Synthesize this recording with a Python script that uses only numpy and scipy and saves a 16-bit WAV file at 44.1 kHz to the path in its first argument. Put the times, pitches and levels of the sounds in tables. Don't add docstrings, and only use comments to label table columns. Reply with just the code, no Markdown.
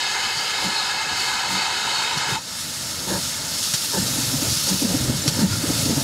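import sys
import numpy as np
from scipy import signal
from scipy.fft import rfft, irfft, next_fast_len
from scipy.io import wavfile
from scipy.ndimage import uniform_filter1d, map_coordinates

SR = 44100
rng = np.random.default_rng(int(sys.argv[2]) if len(sys.argv) > 2 else 0)


def magnitude_from_level(level_db):
    exponent = np.asarray(level_db, float) / 20
    return 10 ** exponent


def unload_audio(sound):
    columns = np.transpose(np.atleast_2d(sound))
    steps = np.round(np.clip(columns, -1, 1) * 32767)
    wavfile.write(sys.argv[1], SR, steps.astype(np.int16))


N = 265922
T = np.arange(N) / SR
FFT_SIZE = next_fast_len(N)
SHUT_S = 2.352


def unit(x):
    return x / np.sqrt(np.mean(x ** 2) + 1e-20)


def curve(rows):
    s, db = np.transpose(rows)
    return np.interp(T, s, db, right=-120)


def wobble(rate_hz):
    return map_coordinates(rng.standard_normal(int(N * rate_hz / SR) + 4), [T * rate_hz])


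def swell(s, rise_s, fall_s):
    return np.exp(-((T - s) / np.where(T < s, rise_s, fall_s)) ** 2)


def rush(spectrum, modes=(), patchy_db=1.0, patch_frames=10):
    z = signal.stft(rng.standard_normal(N + 512), nperseg=512)[2]
    patches = uniform_filter1d(rng.standard_normal(z.shape), size=5, axis=0)
    patches = uniform_filter1d(patches, size=patch_frames, axis=1)
    noise = signal.istft(z * magnitude_from_level(patchy_db * unit(patches)), nperseg=512)[1][:N]

    hz = np.fft.rfftfreq(FFT_SIZE, 1 / SR)
    f, db = np.transpose(spectrum)
    colour_db = np.interp(np.log(hz + 1), np.log(f + 1), db)
    for centre_hz, width_hz, top_db in modes:
        skewed_hz = np.where(hz > centre_hz, 3.04 * width_hz, width_hz)
        colour_db = colour_db + top_db / (1 + (2 * (hz - centre_hz) / skewed_hz) ** 2)
    return unit(irfft(rfft(noise, FFT_SIZE) * magnitude_from_level(colour_db), FFT_SIZE)[:N])


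def ducking_db():
    duck_db, recover_s = -6.5, 0.084
    return duck_db * np.exp(-np.maximum(T - SHUT_S - .1, 0) / recover_s)


# time in seconds, flow in dB.
JET_FLOW = [(0, -26), (.4, -26.5), (.75, -27), (1.0, -27.5), (1.3, -26.5), (1.7, -26), (2.35, -27),
            (6.03, -26.2)]
# frequency in Hz, level in dB per Hz.
JET_COLOUR = [(240, -25), (400, -5), (677, -12), (900, -0.5), (1110, -2.5), (1270, -2), (2140, -6),
              (2370, -5), (4370, -5), (12000, -27.5), (15600, -60), (22000, -120)]
# centre in Hz, width in Hz, lift in dB.
CHIMNEY = [(732, 41, 10), (854, 84, 4.5), (973, 14, 4), (1260, 38, 9.5), (1476, 92, 4.5), (1664, 54, 9.5),
           (2083, 85, 12.5), (2540, 82, 13), (2970, 51, 11), (3150, 60, 5), (3702, 33, 10.5),
           (3960, 195, 7), (4360, 95, 9.5), (4974, 180, 9), (5330, 62, 9), (6510, 330, 10),
           (6480, 100, 3.5), (7200, 130, 10.5), (7960, 200, 11.5), (8400, 60, 0), (670, 25, -3),
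           (1074, 48, -5.5), (2000, 46, -6), (2410, 60, -10), (2810, 50, -3.5), (5300, 46, -16)]
# centre in Hz, width in Hz, lift in dB.
FAR_MODES = [(1675, 60, 3.5), (2110, 60, 2.5), (4800, 100, 3.5), (736, 29, 1.5)]
# centre in Hz, width in Hz, lift in dB.
NEAR_MODES = [(1385, 93, 4), (900, 50, 1.5), (1700, 37, -6.5), (3700, 80, 4), (4950, 150, -0.5)]


def jet():
    low_far_db, low_near_db, low_surge_db, surge_s = 1, 2.8, 2.5, .06
    shut_t60_s = 0.19
    level_db = curve(JET_FLOW) - 60 * np.maximum(T - SHUT_S, 0) / shut_t60_s
    low_db = low_far_db + (low_near_db - low_far_db) * T / SHUT_S
    low_db += low_surge_db * swell(SHUT_S + .03, surge_s, 1)

    far = rush(JET_COLOUR, CHIMNEY + FAR_MODES, patchy_db=1.3, patch_frames=14)
    near = rush(JET_COLOUR, CHIMNEY + NEAR_MODES, patchy_db=1.3, patch_frames=14)
    nearness = np.clip(T / 2.26, 0, 1) * np.pi / 2
    steam = np.cos(nearness) * far + np.sin(nearness) * near
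    low = signal.sosfiltfilt(signal.butter(2, [720, 1080], "band", fs=SR, output="sos"), steam)
    flow = magnitude_from_level(low_db + 0.53 * wobble(12.54)) * low + magnitude_from_level(0.4 * wobble(8.45)) * (steam - low)
    return magnitude_from_level(level_db + 2.5 + 0.22 * wobble(60.6) + 0.63 * wobble(900)) * flow


# time in seconds, steam flow in dB.
DRAIN_FLOW = [(0, -48), (.37, -44.5), (1.07, -49), (1.2, -43), (1.8, -49), (1.95, -43), (2.41, -50),
              (2.6, -36), (3.0, -35.5), (3.22, -31.5), (3.45, -35.5), (3.6, -30), (3.65, -29), (4.7, -27),
              (4.9, -30), (5.4, -33), (5.72, -28), (6.03, -28.5)]
# frequency in Hz, level in dB per Hz.
DRAIN_COLOUR = [(1350, -22), (2300, -12.5), (2600, -6.5), (3980, -3.5), (5320, -2.5), (5910, -6),
                (6510, -1), (10700, -10), (14500, -21.5), (15800, -28)]
# centre in Hz, width in Hz, lift in dB.
NOZZLE = [(3600, 200, 2.5), (4400, 360, 3.5), (5340, 370, 4.5), (5900, 370, 0.5)]


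def drains():
    even_flow_db, dull_per_db = -35, .5
    puff_db, puff_per_db = 3.5, 0.48
    puff_lead_s, puff_rise_s, puff_fall_s = 0.034, .025, 0.056
    level_db = curve(DRAIN_FLOW)
    puffs = sum(swell(beat[0] - puff_lead_s, puff_rise_s, puff_fall_s) for beat in BEATS)
    level_db = level_db + (puff_db + puff_per_db * (even_flow_db - level_db)) * puffs
    dull_db = dull_per_db * (even_flow_db - level_db)

    flutter_db = .35 * wobble(9) + 0.31 * wobble(18) + 0.45 * wobble(70) + 0.7 * wobble(1500)
    body = magnitude_from_level(dull_db + 6.5) * rush(DRAIN_COLOUR, NOZZLE, patchy_db=1.08)
    fizz = magnitude_from_level(-4.5) * rush([(5000, -48), (8000, -2.0), (11000, 1), (15900, -10)], patchy_db=1.5)
    return magnitude_from_level(level_db + flutter_db) * (body + fizz)


# time in seconds, load on the rails in dB.
TRAIN_LOAD = [(0, -61), (1, -54.5), (2.1, -53), (2.45, -48), (2.94, -41), (3.3, -41), (3.55, -43.5),
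              (3.9, -51), (4.0, -34.5), (4.3, -31.5), (4.5, -32), (4.62, -38), (4.82, -39), (4.9, -27),
              (5.12, -26), (5.25, -33.5), (5.45, -30), (6.03, -27.5)]
# frequency in Hz, level in dB per Hz.
RUMBLE = [(15, -50), (30, -42), (60, -7), (100, 2.5), (140, 4.5), (190, -4.5), (280, -2), (400, -23),
          (900, -120)]
# frequency in Hz, level in dB per Hz.
CLATTER = [(170, -5), (240, -3), (330, -4.5), (400, -8), (550, -4), (720, -12.5), (1000, -18.5),
           (1600, -52)]
# frequency in Hz, level in dB per Hz.
ROAR = [(180, -39), (300, -21), (655, -7), (883, -7.5), (1130, -3.5), (1300, -2.5), (2340, -6.5),
        (3500, -20), (4550, -40), (7700, -120)]
# centre in Hz, width in Hz, lift in dB.
FRAME = [(560, 64, 10.5), (874, 78, 10), (1286, 220, 7), (1754, 130, 4), (2165, 83, 9.5), (1076, 60, -5.5),
         (2286, 89, -12)]


def train():
    clatter_db, clatter_grows = -44.5, 0.51
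    roar_db, roar_grows, nearing_db_per_s = -39.5, 0.082, 0.6
    jet_shakes_db, beat_shakes_db, thud_shakes_db = 12.5, -10, -22
    shake_s, beat_push_db = 0.049, -4.5
    load_db = curve(TRAIN_LOAD)
    over_db = load_db + 45

    beaten = sum(magnitude_from_level(row[3]) * swell(row[0], shake_s, shake_s) for row in BEATS)
    thudded = sum(magnitude_from_level(row[1] + thud_shakes_db) * swell(row[0], shake_s / 2, shake_s) for row in THUDS)
    shaken = magnitude_from_level(beat_shakes_db) * beaten + thudded

    rumble = unit(magnitude_from_level(0.79 * wobble(8) + 0.52 * wobble(25)) * rush(RUMBLE, patchy_db=0.3))
    clatter = unit(magnitude_from_level(0.94 * wobble(30)) * rush(CLATTER, patchy_db=2.8))
    roar = unit(magnitude_from_level(0.94 * wobble(6.14) + 0.44 * wobble(21.7)) * rush(ROAR, FRAME, patchy_db=1.0))

    clatter_db = clatter_db + clatter_grows * over_db + ducking_db() + jet_shakes_db * (T < SHUT_S)
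    roar_db = roar_db + roar_grows * over_db + ducking_db() + nearing_db_per_s * (T - SHUT_S)
    rumble_gain = magnitude_from_level(load_db + 0.9) + magnitude_from_level(beat_push_db) * beaten
    return rumble_gain * rumble + (magnitude_from_level(clatter_db) + shaken) * clatter + magnitude_from_level(roar_db) * roar


# peak time in seconds, peak in dB.
KNOCKS = [
    (0.373, -32),
    (2.175, -24),
    (2.329, -23),
    (3.743, -23),
    (5.282, -12.5),
]
# peak time in seconds, peak in dB, pitch in Hz.
THUDS = [(3.185, -27, 171), (4.029, -30, 199), (4.073, -31, 185), (4.116, -29, 260), (4.188, -21, 273),
         (4.28, -29, 117), (4.318, -28, 263), (4.345, -17.5, 261), (4.428, -17, 275), (4.479, -25, 113),
         (4.826, -14.5, 280), (4.853, -13.5, 231), (4.878, -19.5, 205), (4.905, -17.5, 185),
         (4.951, -12.5, 274), (5.016, -21, 262), (5.055, -28, 143), (5.094, -20, 123), (5.104, -16, 257),
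         (5.265, -17, 281), (5.394, -16.5, 260), (5.524, -17.5, 110), (5.643, -16, 293), (5.685, -24, 123),
         (5.706, -18.5, 286), (5.865, -15.5, 270), (5.909, -16.5, 260), (5.928, -17.5, 212),
         (5.981, -15.5, 282), (5.983, -19, 138)]
# frequency in Hz, level in dB per Hz.
BARK = [(200, -37), (330, 6.5), (480, 2), (700, -13.5), (900, -2), (1300, -11), (1800, -7), (2200, -35),
        (3500, -60)]


def knocks_and_thuds():
    knock_hz, knock_cycles, thud_cycles = 143, 0.95, 1.77
    out = np.zeros(N)
    rattle = rush(BARK, patchy_db=3)
    contacts = [(s, db, knock_hz, knock_cycles) for s, db in KNOCKS]
    contacts += [(s, db, hz, thud_cycles) for s, db, hz in THUDS]
    for s, db, hz, cycles in contacts:
        phase = rng.uniform(0, 2 * np.pi)
        near = slice(round((s - .06) * SR), round((s + .1) * SR))
        t = T[near] - s
        half_s = cycles / hz
        ring = np.cos(2 * np.pi * hz * t * (1 - 2.2 * t) + phase) + magnitude_from_level(-20.0) * rattle[near]
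        out[near] += magnitude_from_level(db) * np.exp(-(t / np.where(t < 0, half_s, 1.07 * half_s)) ** 2) * ring
    return out


# time in seconds, level in dB, pitch in Hz, half length in seconds.
SQUEAKS = [(0.397, -30, 4700, .065), (0.783, -28, 4280, 0.056), (0.816, -30, 3910, .04),
           (1.2, -29.5, 4500, .05), (1.6, -30, 4490, 0.054), (1.994, -30, 4420, 0.053),
           (2.248, -31, 934, 0.037), (2.37, -31.5, 900, 0.035), (5.44, -38, 925, 0.11),
           (5.533, -27, 5070, 0.017), (5.54, -33.5, 1414, 0.037)]


def squeaks():
    out = np.zeros(N)
    for s, db, hz, half_s in SQUEAKS:
        width_hz = 3 * np.sqrt(hz)
        slow = wobble(width_hz) + 1j * wobble(width_hz)
        out += magnitude_from_level(db) * swell(s, half_s, half_s) * np.real(slow * np.exp(2j * np.pi * hz * T))
    return out


# time in seconds, boom in dB, length in seconds, bark in dB, bark lead in seconds.
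BEATS = [
    (0.668, -28.5, 0.026, -35, .02),
    (1.55, -33, 0.049, -40.5, 0.016),
    (2.338, -34.5, 0.027, -35.5, .022),
    (3.132, -28.5, 0.043, -29.5, 0.001),
    (3.991, -27.5, 0.026, -28, 0.034),
    (4.728, -22.5, 0.035, -31.5, 0.0093),
    (5.438, -15, 0.036, -30.5, 0.018),
]


def exhaust():
    boom_hz = 189.7
    out = np.zeros(N)
    bark = rush(BARK, FRAME, patchy_db=2.2)
    push = rush([(30, -30), (70, -18), (140, -2.0), (300, 7.5), (500, -32)], patchy_db=5.0)
    slow = wobble(90) + 1j * wobble(90)
    boom = np.real((1 + 0.37 * slow) * np.exp(2j * np.pi * boom_hz * T)) + magnitude_from_level(-10) * push
    for s, boom_db, length_s, bark_db, lead_s in BEATS:
        out += magnitude_from_level(boom_db + 1.5) * swell(s, length_s, length_s) * boom
        out += magnitude_from_level(bark_db) * np.exp(-np.abs((T - s + lead_s) / (1.3 * length_s)) ** 4) * bark
    return out


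# time in seconds, peak in dB, rise in seconds (60 dB), t60 in seconds, slap in dB.
SPURTS = [(1.2, -29, .05, 0.18, -30), (2.178, -24, .02, 0.099, -20), (3.63, -25, .03, 0.66, -28),
          (3.738, -16, 0.011, 0.042, -11.5), (3.746, -23, .01, 0.11, -16), (4.08, -27, .04, 0.13, -30),
          (4.5, -26.5, .3, 1.5, -31), (4.69, -19.5, .06, .1, -24), (5.278, -14, .0015, 0.043, -10),
          (5.288, -21, 0.018, 0.11, -18), (5.395, -35, .04, 0.19, -13), (5.53, -26, 0.11, .15, -6)]
# frequency in Hz, level in dB per Hz.
SPURT_COLOUR = [(2000, -50), (2900, -10), (4300, -1.5), (5300, -3.5), (7000, -5.5), (9000, -6.5),
                (15800, -29)]
# frequency in Hz, level in dB per Hz.
SLAP = [(400, -30), (700, -21), (1200, 0), (2000, 2), (3200, -2), (4500, -40)]


def spurts():
    out = np.zeros(N)
    spit = rush(SPURT_COLOUR, NOZZLE, patchy_db=0.8)
    slap = rush(SLAP, patchy_db=3)
    for s, db, rise_s, t60_s, slap_db in SPURTS:
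        level_db = db - 60 * np.abs(T - s) / np.where(T > s, t60_s, rise_s)
        out += magnitude_from_level(level_db) * (spit + magnitude_from_level(slap_db) * slap)
    return out


# frequency in Hz, level in dB per Hz.
MIC_FLOOR = [(30, -24), (60, -5), (120, -2), (200, -1), (330, -15), (1000, -43), (15000, -46)]


def mic_floor():
    return magnitude_from_level(-44.5 + ducking_db()) * rush(MIC_FLOOR)


def scene():
    mono = jet() + drains() + train() + knocks_and_thuds() + squeaks() + exhaust() + spurts() + mic_floor()
    return np.array([mono, mono])


def limited(x):
    limit_db, squeeze, release_s = -20.5, 0.79, 0.041
    power = np.abs(uniform_filter1d(x[0] ** 2, size=600, origin=299))
    over_db = np.maximum(10 * np.log10(power + 1e-12) - limit_db, 0)
    keep = np.exp(-1 / (release_s * SR))
    return x * magnitude_from_level(-squeeze * signal.lfilter([1 - keep], [1, -keep], over_db))


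# time in seconds, centre in Hz.
EAR_PATCHES = [(.069, 5150), (1.531, 10300), (1.624, 7600), (1.624, 11000), (2.07, 15000), (2.135, 7040),
               (2.135, 15000), (2.553, 4600), (2.553, 9600), (3.529, 10300), (3.784, 4600), (4.365, 7000),
               (4.365, 15000), (4.526, 6240), (4.713, 8400), (4.992, 9600), (4.992, 13700), (5.224, 6100),
               (5.224, 7000), (5.224, 8200), (5.363, 5800), (5.363, 9600), (5.363, 12500)]


def ear_patches(heard):
    other = np.roll(heard[0], SR // 20)
    side = np.zeros(N)
    for s, hz in EAR_PATCHES:
        near = slice(round(s * SR) - 700, round(s * SR) + 700)
        band = signal.butter(6, [hz - 660, hz + 660], "band", fs=SR, output="sos")
        side[near] += np.hanning(1400) * signal.sosfiltfilt(band, other[near])
    return magnitude_from_level(-2.5) * np.array([side, -side])


def low_pass(x):
    return signal.sosfilt(signal.butter(12, 15950, fs=SR, output="sos"), x)


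def record(dry):
    heard = signal.sosfilt(signal.butter(2, 55, "high", fs=SR, output="sos"), limited(dry))
    heard = signal.fftconvolve(heard, [signal.firwin(1601, 15735, fs=SR)], "same", axes=1)
    heard = heard + ear_patches(heard)
    return low_pass(heard)


dry = scene()
out = record(dry)
unload_audio(out)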